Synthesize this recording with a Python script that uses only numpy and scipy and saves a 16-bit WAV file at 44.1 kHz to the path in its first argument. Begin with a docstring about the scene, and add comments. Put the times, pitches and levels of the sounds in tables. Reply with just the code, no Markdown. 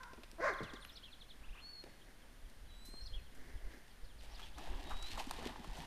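"""Dog plunging into a pond

A dog whines and barks once in pulsed harmonics and breath noise shaped by its throat, and moves through dry
grass before and after the bark in noise bursts and crackle. It hits the water in slaps, ringing bubbles and
sparse spray clicks. Warbling swept tones sing as small birds; squeaks climb in the treble. Filtered noise
makes still air and wind bumping the microphone under a thin high hum. Delays and a scattered tail echo it."""
import sys
import numpy as np
from scipy import signal
from scipy.fft import rfft, irfft, next_fast_len
from scipy.io import wavfile
from scipy.ndimage import uniform_filter1d

SR = 44100
rng = np.random.default_rng(int(sys.argv[2]) if len(sys.argv) > 2 else 0)


def digitize_waveform(pressure):
    """Quantize a signal to 16-bit integers and store it at the path in sys.argv[1].

    Rows of a 2-D input are taken as channels; values are limited to [-1, 1].
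    """
    field = np.atleast_2d(pressure).T
    bounded = np.clip(field, -1, 1)
    quanta = np.round(bounded * 32767).astype(np.int16)
    wavfile.write(sys.argv[1], SR, quanta)


N = 258426
TIME = np.arange(N) / SR
EDGE_HZ = 14450  # where the treble is cut

# Still air. Each row: frequency in Hz, relative gain in dB.
AIR_SPECTRUM = [(59, -30), (100, -1.5), (245, -4.5), (314, -8.5), (467, -10), (575, -10), (1320, -14),
                (1630, -10.5), (2520, -15.5), (3170, -15.5), (8260, -25.5), (9170, -25), (9970, -24.5),
                (13600, -27.5), (14500, -24.5)]
AIR_DB = -64.5
# Wind rumble before its loudness is evened out. Each row: frequency in Hz, relative gain in dB.
WIND_SPECTRUM = [(5, 9.5), (14, -3), (28, 4.5), (45, -1.5), (70, -9.5), (110, -21.5), (200, -53.5),
                 (500, -32.5), (1500, -100)]
# Breeze at the microphone. Each row: time in seconds, level in dB.
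BREEZE = [(0, -58.5), (.6, -54.5), (1.0, -59.5), (1.4, -54.5), (1.7, -59), (2.3, -58), (3.05, -50),
          (3.9, -57.5), (4.3, -49.5), (5.3, -46.5), (5.6, -55), (5.86, -53.5)]
# Gusts that bump the microphone. Each row: middle in seconds, level in dB, length in seconds.
GUSTS = [(1.421, -49, 0.078), (1.505, -40, 0.067), (2.45, -46.5, 0.059), (2.632, -50, 0.064),
         (3.04, -43.5, 0.077), (3.16, -41, 0.138), (3.4, -44, .07), (3.558, -40.5, 0.057),
         (3.659, -40.5, 0.085), (4.049, -41.5, 0.055), (4.719, -37.5, 0.144), (4.949, -35.5, 0.084),
         (5.042, -39.5, 0.051), (5.142, -43.5, 0.067), (5.71, -42, 0.069)]
# The high hum, before its waver. Each row: time in seconds, pitch in Hz, level in dB.
HUM = [(0, 9510, -81.5), (1.5, 9332, -81.5), (3, 9207, -81.5), (5.86, 9284, -81.5)]
# Squeaks high in the treble. Each row: start in seconds, level in dB before shaping, pitch in Hz.
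SQUEAKS = [(0.795, -65.5, 8950), (0.823, -64.5, 9870), (.843, -65.5, 11600), (.875, -71.5, 13800)]

# Bird syllables, before each song's own level and pitch factor.
# Each row: seconds from the start, pitch in Hz, relative level in dB.
FALL = [(0, 4050, -20.5), (.011, 4325, -12), (.019, 3849, -6.5), (.028, 3399, 1), (.036, 3080, -6),
        (.041, 2757, -25)]
FALL_UPPER = [(.026, 4455, -21.5), (.036, 4005, -9), (.046, 3650, -15.5)]  # the same bird's second voice
RISE = [(0, 2247, -10), (.013, 2599, 0.5), (.025, 3003, -4.5), (.036, 3717, -12), (.044, 3000, -20.5),
        (.054, 2242, -17.5)]
TSIP = [(0, 3747, -14.5), (.016, 3384, -1.5), (.025, 3170, -0.5), (.035, 2892, -18)]  # a faint falling tsip
SLUR = [(0, 4100, -10.5), (.022, 3150, 1), (.05, 2550, 1), (.072, 2230, -14)]  # a long downslur
FLOURISH = [
    [(0, 5060, -14), (.032, 5854, -7.5), (.04, 6010, -16)],
    [(.04, 3998, -16.5), (.048, 4407, 2), (.058, 5500, -1), (.063, 4000, 2), (.078, 3004, -15)],
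    [(.105, 2880, -19.5), (.127, 3330, 3.5), (.143, 3480, 3.5), (.155, 3050, -8), (.19, 2468, -10.5)],
]  # three such tables: an upslur, a sharp peak and a low arch
# Trill rules. In order: start in seconds, first beat in seconds, seconds added to each next beat
# (negative shrinks it), level in dB, dB added per syllable, pitch factor.
FALL_TRILL = (0.5125, 0.05, 0.004, -54, 0.1982, 1.0134)
RISE_TRILL = (1.57, 0.01, -0.01, -60, 0.03, 1.02)
TSIP_TRILL = (2, 0.21, 0.02, -66.5, -0.1, .975)
# Single calls, flourishes and downslurs. Each row: start in seconds, level in dB, pitch factor.
FALL_CALLS = [(3.889, -67, 1.27), (4.025, -63, 1.3), (4.168, -62.5, 1.22)]
RISE_CALLS = [(2.006, -67, 1.2), (4.538, -62, 1.3)]
TSIP_CALLS = [(2.652, -67.5, 0.976), (2.728, -67.5, 1)]
FLOURISHES = [(.912, -55, 0.973), (3.012, -53.5, 0.9866), (4.3, -57, 0.981)]
SLURS = [(0.632, -60, 0.995), (1.045, -64, 1.004), (4.068, -68.5, 1.2)]
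# Long whistles, one table each, before their warble. Each row: time in seconds, pitch in Hz, level in dB.
WHISTLES = [
    [(1.605, 4290, -62.5), (1.628, 4212, -59.5), (1.648, 4372, -56), (1.71, 4460, -53), (1.765, 4313, -58),
     (1.802, 4307, -51.5), (1.835, 4102, -70)],
    [(2.67, 4070, -75), (2.705, 3920, -66), (2.77, 3910, -69), (2.85, 3999, -62.5), (2.92, 4164, -61.5),
     (2.99, 4190, -49), (3.04, 4249, -62), (3.11, 4206, -62), (3.15, 4164, -74)],
    [(4.84, 3810, -67.5), (4.892, 3786, -63), (4.98, 3853, -59.5), (5.042, 3911, -48.5),
     (5.084, 4067, -59.5), (5.126, 4327, -56.5), (5.145, 4250, -57.5)],
]
# Octave above each whistle. Each entry: level in dB before its swell.
OCTAVE_DB = [-86.5, -72.5, -80]

# Paws landing and scuffing on the bank.
# Each row: start in seconds, peak in dB, ring in Hz, 60 dB decay in seconds.
PAWS = [(.131, -47, 400, 0.0328), (.175, -50, 260, 0.102), (.233, -55.5, 400, .04),
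        (.329, -52.5, 245.4, .06), (.603, -36, 349.5, 0.074), (.612, -38, 144.7, 0.121),
        (.733, -44, 299, 0.0575), (1.41, -56.5, 996, 0.33), (1.539, -54, 1203, 0.413),
        (1.713, -65, 220, 0.057), (1.838, -45, 347, 0.0246), (1.859, -52, 474, 0.216),
        (2.23, -59.5, 680, 0.164), (2.885, -51, 240, 0.034), (2.935, -49.5, 225.5, 0.031),
        (2.936, -51, 800, 0.057), (3.6, -57, 650, 0.32)]
# Dry stalks snapping and crunching.
# Each row: start in seconds, peak of the crunch in dB, centre in Hz, 60 dB decay in seconds.
SNAPS = [(.032, -45, 2680, 0.0354), (.133, -47.5, 2840, 0.032), (0.2333, -44, 2080, 0.052),
         (0.3148, -44, 4700, 0.0048), (.537, -50.5, 7000, 0.0088), (0.631, -46.5, 2810, 0.088),
         (.735, -47, 3002, 0.046), (0.849, -37, 1985, 0.0141), (1.839, -47.5, 2800, 0.013),
         (2.499, -53, 5000, 0.0118), (2.85, -51, 6950, 0.218), (3.348, -55.5, 7000, 0.095),
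         (3.71, -57, 2100, 0.21), (3.88, -54.5, 2707, 0.0196)]
SNAP_TICK_DB = -13.5  # the stalk's bright tick, against its crunch
# Legs and body swishing through grass.
# Each row: middle in seconds, level in dB before the brush trim, length in seconds.
SWISHES = [(1.381, -66, 0.223), (1.599, -71.5, .14), (1.891, -61.5, 0.153), (2.07, -63.5, .17),
           (2.23, -67.5, .09), (2.329, -67.5, 0.083), (2.511, -64.5, .07), (2.93, -68, 0.097),
           (3.173, -65, 0.202), (3.473, -58.5, 0.42), (3.729, -56.5, .2)]
# Grass crackle. Each row: frequency in Hz, relative gain in dB.
GRASS_SPECTRUM = [(88, -45), (150, -25), (171, -60), (246, 2.5), (395, -4), (1280, -20), (1580, -9),
                  (2060, -7.5), (3250, -43.5), (4320, -21), (5520, -23), (8880, -32.5), (14000, -31.5)]

# Slaps and gulps of water. Each row: start in seconds, peak in dB, cavity in Hz,
# 60 dB decay in seconds, thrown spray in dB against that peak.
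SPLASHES = [(4.232, -57, 700, 0.103, 4), (4.393, -48, 1404, 0.072, -6), (4.582, -44.5, 896, 0.034, 1),
            (4.672, -45, 647, 0.0375, -10), (4.904, -40, 1040, 0.169, -15), (5.025, -55, 1700, 0.034, 16.5),
            (5.1743, -36, 855, 0.063, -10), (5.197, -36.5, 778, 0.062, -9),
            (5.268, -41.5, 224.7, .05, -7.5), (5.31, -33, 860, 0.0163, 2), (5.384, -43.5, 453, .1, -18.5),
            (5.426, -45, 786, 0.033, -4.5), (5.46, -31.5, 281, 0.0375, -30.5),
            (5.558, -39.5, 828, 0.0176, -20), (5.59, -46, 190, .13, -22.5), (5.642, -44.5, 830, 0.051, -9),
            (5.672, -48.5, 180, 0.067, -10), (5.765, -45.5, 693, 0.144, -3.5),
            (5.785, -45.5, 178.7, 0.079, -8)]
# The dog stirring the water as it wades, lunges and swims.
# Each row: time in seconds, slosh in dB and spray in dB, both before the water trims.
CHURN = [(4.2, -76.5, -66), (4.28, -63.5, -68.5), (4.44, -60.5, -60), (4.545, -71.5, -76.5),
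         (4.585, -53, -61), (4.74, -54, -65.5), (4.92, -53.5, -59.5), (5.0, -61.5, -63), (5.13, -56, -54.5),
         (5.165, -53.5, -60.5), (5.2, -50, -53), (5.24, -61.5, -62.5), (5.47, -46, -57), (5.56, -58, -72.5),
         (5.7, -59.5, -62), (5.86, -52, -60)]
# Filter on the bubbles. Each row: frequency in Hz, relative gain in dB.
SLOSH_SPECTRUM = [(90, 12), (150, -2.5), (240, 3.5), (350, 4.5), (480, -4), (850, 7), (1100, -0.5),
                  (1400, -7.5), (1800, -1), (2300, -12.5), (3600, -8), (6000, -25)]
# Filter on mist and drops. Each row: frequency in Hz, relative gain in dB.
SPRAY_SPECTRUM = [(900, -22), (1800, 3.5), (3000, 9), (4500, 4), (6500, -3), (9000, -7), (14000, -13)]
# Wake behind every splash: slosh and spray gains in dB, build and 60 dB decay times in seconds.
WAKE_SLOSH_DB, WAKE_SPRAY_DB, WAKE_RISE_S, WAKE_T60 = -16.5, -21.5, 0.0086, 0.153

# The whine, before its waver. 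Each row: time in seconds, pitch in Hz, level in dB.
WHINE = [(0, 483.4, -49), (.03, 495.7, -56.5), (.06, 474.7, -55), (.1, 507.1, -59.5), (.125, 511.3, -63),
         (.145, 421, -73)]
# Harmonics of the whine. Each row: multiple of the pitch, relative level in dB.
WHINE_PARTIALS = [(1, -16), (2, 0), (3, -1), (4, -14)]
# The bark's pitch, before jitter. Each row: time in seconds, pitch in Hz, roughness from 0 to 1.
BARK_PITCH = [(0.381, 320.1, 0.22), (.408, 356.4, 0.42), (.42, 500.4, 0.53), (0.435, 522.8, 0.66),
              (.451, 620.6, 0.42), (.47, 568.1, 0.64), (.485, 511.7, 0.74), (.5, 433, 0.56),
              (0.532, 330.2, 0)]
# The bark's push. Each row: time in seconds, effort in dB, mouth opening from 0 to 1.
BARK_EFFORT = [(.382, -51, 0.01), (.39, -52, 0.09), (.405, -36, 0.39), (.425, -38, 0.8), (.447, -31, 0.79),
               (.49, -33.5, 0.97), (.505, -32.5, 0.54), (.535, -43.5, 0.24)]
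# Throat with the mouth open. Each row: frequency in Hz, relative gain in dB.
THROAT = [(150, -18), (350, -17.5), (650, 5.5), (800, -8.5), (1080, 4.5), (1280, -2), (1530, 6),
          (1780, -1.5), (2050, 0.5), (2500, -18.5), (3100, -27), (4700, -20.5), (6400, -26), (8000, -36),
          (13000, -47)]

# First reflections off water and bank. Each row: delay in seconds, level against the direct sound in dB.
REFLECTIONS = [(.0037, -13), (.0094, -19), (0.0161, -20), (.024, -13)]
# Echo decay. Each row: frequency in Hz, 60 dB decay in seconds.
ECHO_T60 = [(200, 1), (600, 0.8), (1500, 0.925), (4000, 1), (12000, 0.1826)]
# Echo tone. Each row: frequency in Hz, relative gain in dB.
ECHO_COLOUR = [(150, -8.5), (600, -0.5), (1100, 5.5), (1800, 5), (4000, 1), (12000, 12)]


def amp(db):
    """Turns decibels into gain."""
    return 10 ** (np.asarray(db) / 20)


def unit(x):
    """Scales to rms 1."""
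    return x / np.sqrt(np.mean(x ** 2) + 1e-20)


def read(points, hz):
    """Reads a spectrum on a log-frequency axis."""
    f, value = np.transpose(points)
    return np.interp(np.log(hz + 1), np.log(f + 1), value)


def follow(rows):
    """Gives sample times over a curve's span, then each of its columns."""
    s, *columns = np.transpose(rows)
    t = np.arange(s[0], s[-1], 1 / SR)
    return [t] + [np.interp(t, s, c) for c in columns]


def add(mix, s, sound):
    """Drops a sound into the mix at time s."""
    part = mix[max(round(s * SR), 0):][:len(sound)]
    part += sound[:len(part)]


def colour(x, spectrum):
    """Filters x through a spectrum, at rms 1."""
    size = next_fast_len(len(x) + 2048)
    gain = amp(read(spectrum, np.fft.rfftfreq(size, 1 / SR)))
    return unit(irfft(rfft(x, size) * gain, size)[:len(x)])


def drift(size, hz):
    """Wanders smoothly at random, up to about a rate in Hz, at rms 1."""
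    f = np.fft.rfftfreq(size, 1 / SR)
    return unit(irfft(rfft(rng.standard_normal(size)) / (1 + (f / hz) ** 4), size))


def fade(x, order=400):
    """Softens both ends over a number of samples."""
    i = np.arange(len(x))
    return x * np.minimum(np.minimum(i, i[::-1]) / order, 1)


def swell(s, length_s):
    """Rises and falls smoothly to height 1 around time s."""
    return np.cos(np.pi * np.clip((TIME - s) / length_s, -.5, .5))


def burst(hz, t60, spread, soft=0.0126):
    """A dying burst of noise around one frequency, at peak 1; long ones start more softly."""
    t = np.arange(int((t60 + .01) * SR)) / SR
    ratio = 1 + abs(spread)
    edges = [hz / ratio, min(hz * ratio, SR / 2 - SR / 20)]
    band = signal.butter(2, edges, "band", fs=SR, output="sos")
    envelope = amp(-60 * t / t60) * (1 - np.exp(-t / (soft * t60)))
    x = signal.sosfilt(band, rng.standard_normal(len(t)) * envelope)
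    return x / abs(x).max()


def grains(size, per_s, spread_db):
    """Sparse clicks of random sign, a few of them large."""
    heights = amp(spread_db * np.minimum(rng.exponential(1, size), 4)) * rng.choice([-1, 1], size)
    return heights * (rng.random(size) < per_s / SR)


def ambience(hum_waver=0.009, hum_sway=.008):
    """Steady noise for still air, evened rumble ridden by breeze and gusts, and a fuzzy wavering hum."""
    out = amp(AIR_DB) * colour(rng.standard_normal(N), AIR_SPECTRUM)
    breeze = amp(np.interp(TIME, *np.transpose(BREEZE)))
    gusts = sum(amp(db) * swell(s, length) for s, db, length in GUSTS)
    buffet = colour(rng.standard_normal(N), WIND_SPECTRUM)
    # even out the rumble so the curves set its loudness
    buffet /= np.sqrt(uniform_filter1d(buffet ** 2, size=3000) + 0.034)
    out += fade(np.hypot(breeze, gusts) * buffet)
    t, hz, db = follow(HUM)
    waver = hum_waver * drift(len(t), 253) + hum_sway * drift(len(t), 30)
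    turns = np.cumsum(hz * (1 + waver)) / SR
    add(out, t[0], amp(db) * unit(np.sin(2 * np.pi * turns)))
    return out


def squeaks(length_s=0.049):
    """A quick climbing run of very high tones, made fuzzy by random amplitude."""
    out, t = np.zeros(N), np.arange(int(length_s * SR)) / SR
    for s, db, hz in SQUEAKS:
        fuzz = np.hanning(len(t)) * drift(len(t), 220)
        add(out, s, amp(db) * fuzz * np.sin(2 * np.pi * hz * t))
    return out


def trill(rule, count):
    """Repeats a syllable on a steadily changing beat: rows of start s, level dB and pitch factor."""
    start, beat, stretch, db, swell_db, factor = rule
    return [(start + k * beat + stretch * k * (k - 1) / 2, db + k * swell_db, factor) for k in range(count)]


def sing(shape, song, warble):
    """Sings one swept, warbling tone at each row of a song."""
    out = np.zeros(N)
    t, hz, db = follow(shape)
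    for s, level_db, factor in song:
        turns = np.cumsum(hz * factor * (1 + warble * drift(len(t), 250))) / SR
        note = amp(db + level_db) * np.sin(2 * np.pi * turns)
        add(out, s + t[0], fade(note, order=60))
    return out


def whistles():
    """Long, slowly bending tones, each with a quiet octave that swells in the middle."""
    out = np.zeros(N)
    for rows, octave_db in zip(WHISTLES, OCTAVE_DB):
        t, hz, db = follow(rows)
        phase = 2 * np.pi * np.cumsum(hz * (1 + 0.0031 * drift(len(t), 120))) / SR
        octave = amp(octave_db) * np.hanning(len(t)) * unit(np.sin(2 * phase))
        add(out, t[0], fade(amp(db) * unit(np.sin(phase)) + octave, order=1000))
    return out


def birds(trill_warble=0.0082, flourish_warble=0.0298):
    """Nearly pure tones: quick swept syllables and calls, a buzzier flourish, and long whistles."""
    falls = trill(FALL_TRILL, count=12) + FALL_CALLS
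    rises = trill(RISE_TRILL, count=8) + RISE_CALLS
    tsips = trill(TSIP_TRILL, count=8) + TSIP_CALLS
    songs = (FALL, falls), (FALL_UPPER, falls), (RISE, rises), (TSIP, tsips), (SLUR, SLURS)
    out = sum(sing(shape, song, trill_warble) for shape, song in songs)
    out += sum(sing(note, FLOURISHES, flourish_warble) for note in FLOURISH)
    return out + whistles()


def steps(brush_db=-4):
    """Paws thud and stalks snap as noise bursts; grass crackles against the legs as sparse clicks."""
    out = np.zeros(N)
    for s, db, hz, t60 in PAWS:
        add(out, s, amp(db) * burst(hz, t60, spread=0.497))
    for s, db, hz, t60 in SNAPS:
        add(out, s, amp(db) * burst(hz, t60, spread=0.823))
        add(out, s, amp(db + SNAP_TICK_DB) * burst(8900, 0.0177, spread=0.68))
    brushing = sum(amp(db + brush_db) * swell(s, length) for s, db, length in SWISHES)
    return out + brushing * colour(grains(N, per_s=1800, spread_db=4.0), GRASS_SPECTRUM)


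def bubbles(size, per_s, cycles, glide, count=40):
    """Air pockets of many sizes ring for a few cycles and rise in pitch."""
    out = np.zeros(size)
    for hz in np.geomspace(140, 5000, count):
        life = cycles / hz
        t = np.arange(int(5 * life * SR)) / SR
        ring = np.sin(2 * np.pi * hz * t * (1 + glide * t / life)) * np.exp(-t / life)
        # small, high bubbles come more often
        births = grains(size, per_s / count * np.sqrt(hz / 1000), spread_db=2.0)
        out += signal.oaconvolve(births, ring)[:size] * hz ** 0.65
    return out


def wake(t):
    """Agitation left by the splashes: each builds quickly and dies away."""
    out = np.zeros(len(t))
    for s, db, *_ in SPLASHES:
        age = np.maximum(t - s, 0)
        out += amp(db - 60 * age / WAKE_T60) * (1 - np.exp(-age / WAKE_RISE_S))
    return out


def water(slosh_db=-1, mist_db=-1.0, droplet_db=-3.5):
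    """Stirring rings bubbles and throws mist and drops; each plunge adds a cavity burst and bright spray."""
    out = np.zeros(N)
    t, stir_db, fizz_db = follow(CHURN)
    stirred = wake(t)
    slosh = np.hypot(amp(stir_db + slosh_db), amp(WAKE_SLOSH_DB) * stirred)
    spray = np.hypot(amp(fizz_db), amp(WAKE_SPRAY_DB) * stirred)
    body = colour(bubbles(len(t), per_s=1700, cycles=5.07, glide=0.0429), SLOSH_SPECTRUM)
    flicker = amp(2.68 * drift(len(t), 48.3))
    mist = colour(grains(len(t), per_s=2400, spread_db=0.5), SPRAY_SPECTRUM) * flicker
    drops = colour(grains(len(t), per_s=160, spread_db=4), SPRAY_SPECTRUM)
    fizz = amp(mist_db) * mist + amp(droplet_db) * drops
    add(out, t[0], fade(slosh * body + spray * fizz))
    for s, db, hz, t60, thrown_db in SPLASHES:
        add(out, s, amp(db) * burst(hz, t60, spread=0.322))
        add(out, s, amp(db + thrown_db) * burst(2726, t60, spread=2.22))
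    return out


def whine(jitter=0.0647):
    """A thin wavering note through the nose, built from a few harmonics."""
    t, hz, db = follow(WHINE)
    turns = np.cumsum(hz * (1 + jitter * drift(len(t), 371))) / SR
    note = sum(amp(level) * np.sin(2 * np.pi * round(k) * turns) for k, level in WHINE_PARTIALS)
    out = np.zeros(N)
    add(out, t[0], fade(amp(db) * unit(note)))
    return out


def bark(jitter=.05, shut_hz=650, fundamental_db=1):
    """Uneven pulses and puffs of breath pass a throat that brightens as the jaw opens."""
    t, effort_db, mouth = follow(BARK_EFFORT)
    s, pitch, roughness = np.transpose(BARK_PITCH)
    hz, rough = np.interp(t, s, pitch), np.clip(np.interp(t, s, roughness), 0, 1)
    turns = np.cumsum(hz * (1 + jitter * drift(len(t), 360))) / SR
    # harmonics with staggered phases form the pulses; breath puffs once per pulse
    folds = unit(sum(np.cos(2 * np.pi * k * turns - np.log(k) * np.pi * 2) for k in range(1, 20)))
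    puffs = unit((0.45 + np.exp(-(turns % 1) / 0.25)) * rng.standard_normal(len(t)))
    voice = (1 - rough) * colour(folds, THROAT) + rough * colour(puffs, THROAT)
    voice = voice / np.hypot(1 - rough, rough)  # steady power at any roughness
    voice += 0.235 * amp(fundamental_db) * np.cos(2 * np.pi * turns)
    muffled = unit(signal.sosfilt(signal.butter(2, shut_hz, fs=SR, output="sos"), voice))
    mouth = np.clip(mouth, 0, 1)
    jaw_mix = mouth * unit(voice) + (1 - mouth) * muffled
    out = np.zeros(N)
    add(out, t[0], fade(amp(effort_db) * jaw_mix, order=100))
    return out


def reflect(x):
    """Adds delayed copies off water and bank, scaled to roughly keep the power."""
    out = x.copy()
    for delay, db in REFLECTIONS:
        add(out, delay, amp(db) * x)
    return out / np.sqrt(1 + sum(amp(db) ** 2 for delay, db in REFLECTIONS))


def banks(x, build_s=0.027):
    """Scattered echoes from banks and trees swell briefly, then die band by band."""
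    taps = grains(SR, per_s=2000, spread_db=4)
    hz, t, z = signal.stft(taps, SR, nperseg=256)
    decay_db = -60 * t / read(ECHO_T60, hz)[:, None]
    z = z * amp(read(ECHO_COLOUR, hz)[:, None] + decay_db) * (1 - np.exp(-t / build_s))
    tail = signal.istft(z, SR, nperseg=256)[1]
    return signal.fftconvolve(x, tail / np.linalg.norm(tail))[:N]


def scene():
    """Mixes all layers; dog, birds, steps and water each send their share to the echo."""
    voice, song = reflect(bark() + whine()), reflect(birds())
    feet, pond = steps(), water()
    echo = banks(amp(-10.0) * voice + amp(-15.5) * song + amp(-8.0) * feet + amp(-12) * pond)
    return (voice + song + feet + pond + echo + squeaks() + ambience())[None]


def record(dry):
    """Cuts the treble above EDGE_HZ with a steep linear-phase filter."""
    lowpass = signal.firwin(511, EDGE_HZ, window=("kaiser", 9), fs=SR)
    return signal.oaconvolve(dry, lowpass[None], "same")


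dry = scene()
out = record(dry)
digitize_waveform(out)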